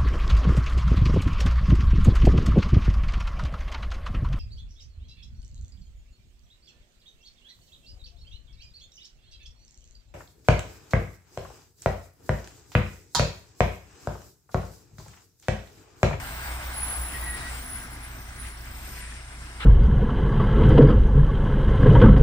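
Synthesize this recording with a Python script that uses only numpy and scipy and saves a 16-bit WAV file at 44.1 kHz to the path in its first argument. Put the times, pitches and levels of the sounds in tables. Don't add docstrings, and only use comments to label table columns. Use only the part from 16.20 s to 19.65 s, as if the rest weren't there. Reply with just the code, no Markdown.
import sys
import numpy as np
from scipy import signal
from scipy.fft import rfft, irfft, next_fast_len
from scipy.io import wavfile
from scipy.ndimage import uniform_filter1d, map_coordinates

SR = 44100
rng = np.random.default_rng(int(sys.argv[2]) if len(sys.argv) > 2 else 0)


def pcm_store(signal):
    levels = np.round(np.clip(np.atleast_2d(signal), -1, 1) * 32767)
    wavfile.write(sys.argv[1], SR, levels.astype(np.int16).T)


def convert_level_to_amplitude(level_db):
    exponent = np.asarray(level_db, float) / 20
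    return 10 ** exponent


N = 152145

# time in seconds, pitch in Hz, level in dB.
FIRING_NOTE = [(0, 60, -53), (.1, 63.34, -56), (.3, 62.6, -34.5), (.4, 62.7, -38.5), (.48, 62.7, -37.5),
               (.68, 62.77, -43.5), (.8, 62.4, -32.5), (.88, 60.74, -38.5), (1.1, 59.46, -39),
               (1.21, 59.4, -41), (1.33, 59.3, -39.5), (1.7, 58.5, -72), (3.45, 58.2, -58.5)]
# multiple of the pitch, level relative to the note in dB.
FIRING_HARMONICS = [(1, 0), (2, -22)]

# multiple of IDLE_HZ, level relative to IDLE_DB in dB.
IDLE_HARMONICS = [(1, -6.5), (2, 1.5), (3, -13)]
# frequency in Hz, level in dB.
HUM_TONES = [(120, -56.5), (130, -59.5)]
# frequency in Hz, relative density in dB per Hz.
CLATTER_SPECTRUM = [(3800, -21), (4800, 2), (6000, 8), (6900, -24.5)]
IDLE_HZ, IDLE_DB = 28.24, -44
CLATTER_DB, TICK_DECAY_S = -60, 0.02

# time in seconds, tyre roar in dB, air hiss in dB, both before a fixed lift.
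PASS_LEVELS = [(.05, -42, -44.5), (.7, -42, -44), (1.13, -43.5, -46.5), (1.19, -43, -42), (1.25, -43, -46),
               (1.35, -45, -42.5), (1.46, -46, -48), (1.8, -47.5, -52), (2.2, -49.5, -51.5),
               (2.27, -49, -46.5), (2.34, -49.5, -53), (2.75, -50.5, -47), (2.9, -54, -46.5),
               (3.03, -52, -51.5), (3.45, -49, -50.5)]
# frequency in Hz, relative density in dB per Hz.
TYRE_SPECTRUM = [(700, -33), (1100, -6.5), (1600, 2), (1820, -3), (2100, 1), (2400, -11.5), (4000, -13),
                 (7000, -28)]
BLOCK_SPECTRUM = [(250, -25), (450, -12.5), (700, -0.5), (1000, 0), (1400, -7.5), (2000, -42.5)]
AIR_SPECTRUM = [(1500, -2.5), (2400, 4), (3900, -4), (5000, -1.5), (6400, -7), (7400, -3), (8700, 4),
                (9400, -3.5), (9800, -6.5), (11500, -11.5), (13000, -28), (16000, -45)]
RUMBLE_SPECTRUM = [(15, -40), (45, -6), (65, -4.5), (95, -8.5), (170, -16.5), (300, -18), (420, -26),
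                   (700, -52)]
BLOCK_DB, BLOCK_SWING_SHARE = -49.5, 1.3
RUMBLE_DB, RUMBLE_SWING_SHARE = -46, 0.49

# frequency in Hz, likeness from 0 to 1.
PORT_LIKENESS = [(60, 0.95), (250, 1), (700, 1), (1500, 0.74), (3000, 0.23), (6000, 0.08), (12000, 0.49)]
# frequency in Hz, lead of the left port in radians.
PORT_LEAD = [(0, -0.29), (520, 1.25), (1550, 1.2), (2840, 3.5), (4050, 7.5), (8870, 24.5), (16000, 43)]
# frequency in Hz, left over right in dB.
PORT_TILT = [(380, 0), (700, 5), (1290, -6), (2380, 5.5), (4400, -1.5), (8120, 4.5)]

# time in seconds, pitch in Hz, level in dB before a fixed lift.
BRAKE_SQUEALS = [
    [(.53, 10200, -47), (.6, 10360, -36), (.65, 10530, -35.5), (.78, 10520, -33.5), (.91, 10400, -43),
     (1.0, 10280, -42.5), (1.12, 10300, -34.5), (1.155, 10500, -42), (1.23, 10350, -50), (1.3, 10280, -48),
     (1.38, 10300, -62)],
    [(1.42, 10170, -45), (1.56, 10460, -39), (1.64, 10500, -44), (1.7, 10600, -64), (1.74, 10270, -43.5),
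     (1.8, 10750, -66), (1.845, 10200, -46), (1.89, 10600, -58)],
    [(2.13, 10000, -76), (2.2, 10340, -43), (2.26, 10500, -54), (2.33, 10380, -51), (2.45, 10500, -67)],
    [(1.485, 9150, -51), (1.535, 8920, -36.5)],
]
BRAKE_WHISTLES = [
    [(0, 14200, -50), (.3, 14500, -53), (.52, 14200, -57)],
    [(.05, 15150, -58), (.15, 15100, -48), (.4, 15200, -57), (.46, 14950, -49), (.6, 15300, -50),
     (.9, 14950, -53), (1.01, 14950, -47), (1.07, 15400, -54), (1.25, 15450, -56), (1.36, 14980, -52),
     (1.55, 15400, -54), (1.68, 14800, -59), (1.82, 14550, -59), (2.03, 14580, -53), (2.11, 14800, -68),
     (2.32, 14800, -62), (2.5, 14850, -58), (2.62, 14150, -52), (2.73, 13950, -51), (2.82, 12900, -56)],
    [(2.07, 16000, -65), (2.14, 15500, -70), (2.23, 16300, -60), (2.31, 15400, -70), (2.4, 15600, -72),
     (2.62, 14800, -64)],
]
SKIRT_DB = -14
PORT_DRIFT_KNOTS_PER_S = 16

# start in seconds, end in seconds, start pitch in Hz,
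# end pitch in Hz, level in dB, overtone level in dB.
JOINT_SQUEAKS = [(.93, .99, 1895, 1905, -41, -68), (1.005, 1.07, 1945, 1940, -44, -62),
                 (1.05, 1.13, 1932, 1918, -37.5, -61), (1.115, 1.185, 1922, 1900, -39.5, -54),
                 (1.19, 1.232, 1900, 1922, -47, -49), (1.22, 1.305, 1912, 1940, -38.5, -55),
                 (1.3, 1.7, 256, 240, -57, -72), (2.69, 2.87, 1020, 970, -57, -60)]
SQUEAK_EDGE_S = 0.022

# start in seconds, end in seconds, start pitch in Hz, end pitch in Hz, level in dB.
TYRE_SCUFFS = [(2.21, 2.32, 2050, 2150, -54), (2.72, 2.99, 2100, 1750, -52)]

# frequency in Hz, relative density in dB per Hz.
PUFF_SPECTRUM = [(400, -16), (1000, -12), (1300, -0.5), (2300, -10), (4000, -13.5), (5500, -30),
                 (9000, -44)]
PUFF_START_S, PUFF_ATTACK_S, PUFF_HOLD_S, PUFF_RELEASE_S = 3.397, 0.0097, 0.035, 0.012
PUFF_DB = -33.5


def unit(x):
    return x / np.sqrt(np.mean(np.abs(x) ** 2) + 1e-20)


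def along(points, hz):
    point_hz, value = np.transpose(points)
    return np.interp(np.log(hz + 1), np.log(point_hz + 1), value)


def curves(rows):
    time_s, *columns = np.transpose(rows)
    return [np.interp(np.arange(N) / SR, time_s, column) for column in columns]


def wobble(knots_per_s):
    knots = rng.standard_normal(int(N * knots_per_s / SR) + 4)
    return map_coordinates(knots, [np.arange(N) * knots_per_s / SR])


def gate(start_s, end_s, attack_s, release_s):
    t = np.arange(N) / SR
    return np.clip(np.minimum((t - start_s) / attack_s, (end_s - t) / release_s), 0, 1)


def rush(spectrum, patchy_db):
    cells = signal.stft(rng.standard_normal((2, N)), nperseg=512)[2]
    patches = uniform_filter1d(rng.standard_normal(cells.shape[1:]), size=6, axis=0)
    patches = unit(uniform_filter1d(patches, size=12, axis=1))
    pair = signal.istft(cells * convert_level_to_amplitude(patchy_db * patches), nperseg=512)[1][:, :N]

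    size = next_fast_len(N + 8192)
    hz = np.fft.rfftfreq(size, 1 / SR)
    common, opposed = rfft(pair, size)
    angle = np.arccos(np.clip(along(PORT_LIKENESS, hz), 0, 1)) / 2
    common, opposed = common * np.cos(angle), opposed * np.sin(angle)

    lead_hz, lead_rad = np.transpose(PORT_LEAD)
    skew = convert_level_to_amplitude(along(PORT_TILT, hz) / 2) * np.exp(0.5j * np.interp(hz, lead_hz, lead_rad))
    ports = np.array([(common + opposed) * skew, (common - opposed) / skew])
    return unit(irfft(convert_level_to_amplitude(along(spectrum, hz)) * ports, size)[:, :N])


def tone(hz, level_db, blur_hz, rough_rad, apart_rad):
    phase = 2 * np.pi * np.cumsum(hz * np.ones(N)) / SR + rough_rad * wobble(blur_hz)
    level_db = level_db + 4 * rough_rad * wobble(blur_hz / 2)
    drift = apart_rad * wobble(blur_hz / 6)
    sway_db = apart_rad * wobble(blur_hz / 9)
    left = convert_level_to_amplitude(level_db + sway_db) * np.cos(phase + drift)
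    right = convert_level_to_amplitude(level_db - sway_db) * np.cos(phase - drift)
    return np.sqrt(2) * np.array([left, right])


def exhaust():
    hz, level_db = curves(FIRING_NOTE)
    return sum(tone(k * hz, level_db + db, blur_hz=12 * k, rough_rad=0.19 * k, apart_rad=0.022 * k)
               for k, db in FIRING_HARMONICS)


def idler():
    throb = sum(tone(k * IDLE_HZ, IDLE_DB + db, blur_hz=6, rough_rad=0.2, apart_rad=0.012 * k)
                for k, db in IDLE_HARMONICS)
    hums = sum(tone(hz, db, blur_hz=5.92, rough_rad=0.32, apart_rad=0.12) for hz, db in HUM_TONES)
    since_tick_s = (np.arange(N) / SR) % (1 / IDLE_HZ)
    ticks = unit(np.exp(-since_tick_s / TICK_DECAY_S) * rush(CLATTER_SPECTRUM, patchy_db=3.5))
    return throb + hums + convert_level_to_amplitude(CLATTER_DB) * ticks


def roar():
    roar_db, air_db = curves(PASS_LEVELS)
    swing_db = roar_db - roar_db.mean()
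    shared_db = 0.25 * wobble(8.45)
    tyre_db = roar_db + 0.9 + shared_db + 0.77 * wobble(25.7)
    block_db = BLOCK_DB + BLOCK_SWING_SHARE * swing_db + shared_db
    air_db = air_db + 2.5 + shared_db + 0.4 * wobble(28)
    rumble_db = RUMBLE_DB + RUMBLE_SWING_SHARE * swing_db + 1.46 * wobble(9.15)
    tyres = convert_level_to_amplitude(tyre_db) * rush(TYRE_SPECTRUM, patchy_db=1.03)
    block = convert_level_to_amplitude(block_db) * rush(BLOCK_SPECTRUM, patchy_db=0.9)
    air = convert_level_to_amplitude(air_db) * rush(AIR_SPECTRUM, patchy_db=2.0)
    rumble = convert_level_to_amplitude(rumble_db) * rush(RUMBLE_SPECTRUM, patchy_db=1.37)
    return tyres + block + air + rumble


def shimmer(knots_per_s):
    core = wobble(knots_per_s) + 1j * wobble(knots_per_s)
    skirt = wobble(4 * knots_per_s) + 1j * wobble(4 * knots_per_s)
    return unit(core + convert_level_to_amplitude(SKIRT_DB) * skirt)


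def squeals(tables, lift_db, width_hz, steady, alike):
    out = 0
    for rows in tables:
        hz, level_db = curves(rows)
        common = shimmer(width_hz)
        own = np.array([shimmer(width_hz), shimmer(width_hz)])
        slide_rad = np.array([[1.5], [-1.5]]) * wobble(PORT_DRIFT_KNOTS_PER_S)
        note = steady * np.exp(1j * slide_rad)
        envelope = convert_level_to_amplitude(1.7 * wobble(22)) * unit(note + alike * common + own)
        carrier = np.exp(2j * np.pi * np.cumsum(hz) / SR)
        line = np.sqrt(2) * np.real(envelope * carrier)
        out = out + gate(rows[0][0], rows[-1][0], 0.015, 0.02) * convert_level_to_amplitude(level_db + lift_db) * line
    return out


def squeak():
    out = 0
    for start_s, end_s, from_hz, to_hz, level_db, overtone_db in JOINT_SQUEAKS:
        hz, = curves([(start_s, from_hz), (end_s, to_hz)])
        note = tone(hz, level_db, blur_hz=40, rough_rad=0.3, apart_rad=0.3)
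        overtone = tone(2 * hz, overtone_db, blur_hz=40, rough_rad=0.45, apart_rad=0.6)
        out = out + gate(start_s, end_s, SQUEAK_EDGE_S, SQUEAK_EDGE_S) * (note + overtone)
    return out


def scuffs():
    out = 0
    for start_s, end_s, from_hz, to_hz, level_db in TYRE_SCUFFS:
        hz, = curves([(start_s, from_hz), (end_s, to_hz)])
        band = tone(hz, level_db, blur_hz=900, rough_rad=1.3, apart_rad=0.65)
        out = out + gate(start_s, end_s, 0.033, 0.049) * band
    return out


def puff():
    end_s = PUFF_START_S + PUFF_ATTACK_S + PUFF_HOLD_S + PUFF_RELEASE_S
    level = convert_level_to_amplitude(PUFF_DB + 0.43 * wobble(110))
    blast = gate(PUFF_START_S, end_s, PUFF_ATTACK_S, PUFF_RELEASE_S)
    return level * blast * rush(PUFF_SPECTRUM, patchy_db=2.5)


def scene():
    low_pads = squeals(BRAKE_SQUEALS, lift_db=1.03, width_hz=150, steady=1.02, alike=0.76)
    high_pads = squeals(BRAKE_WHISTLES, lift_db=2, width_hz=400, steady=1.1, alike=1.1)
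    return exhaust() + idler() + roar() + low_pads + high_pads + squeak() + scuffs() + puff()


def low_pass(x):
    return signal.sosfilt(signal.butter(12, 15890, fs=SR, output="sos"), x)


def record(dry):
    return low_pass(dry)


dry = scene()
out = record(dry)
pcm_store(out)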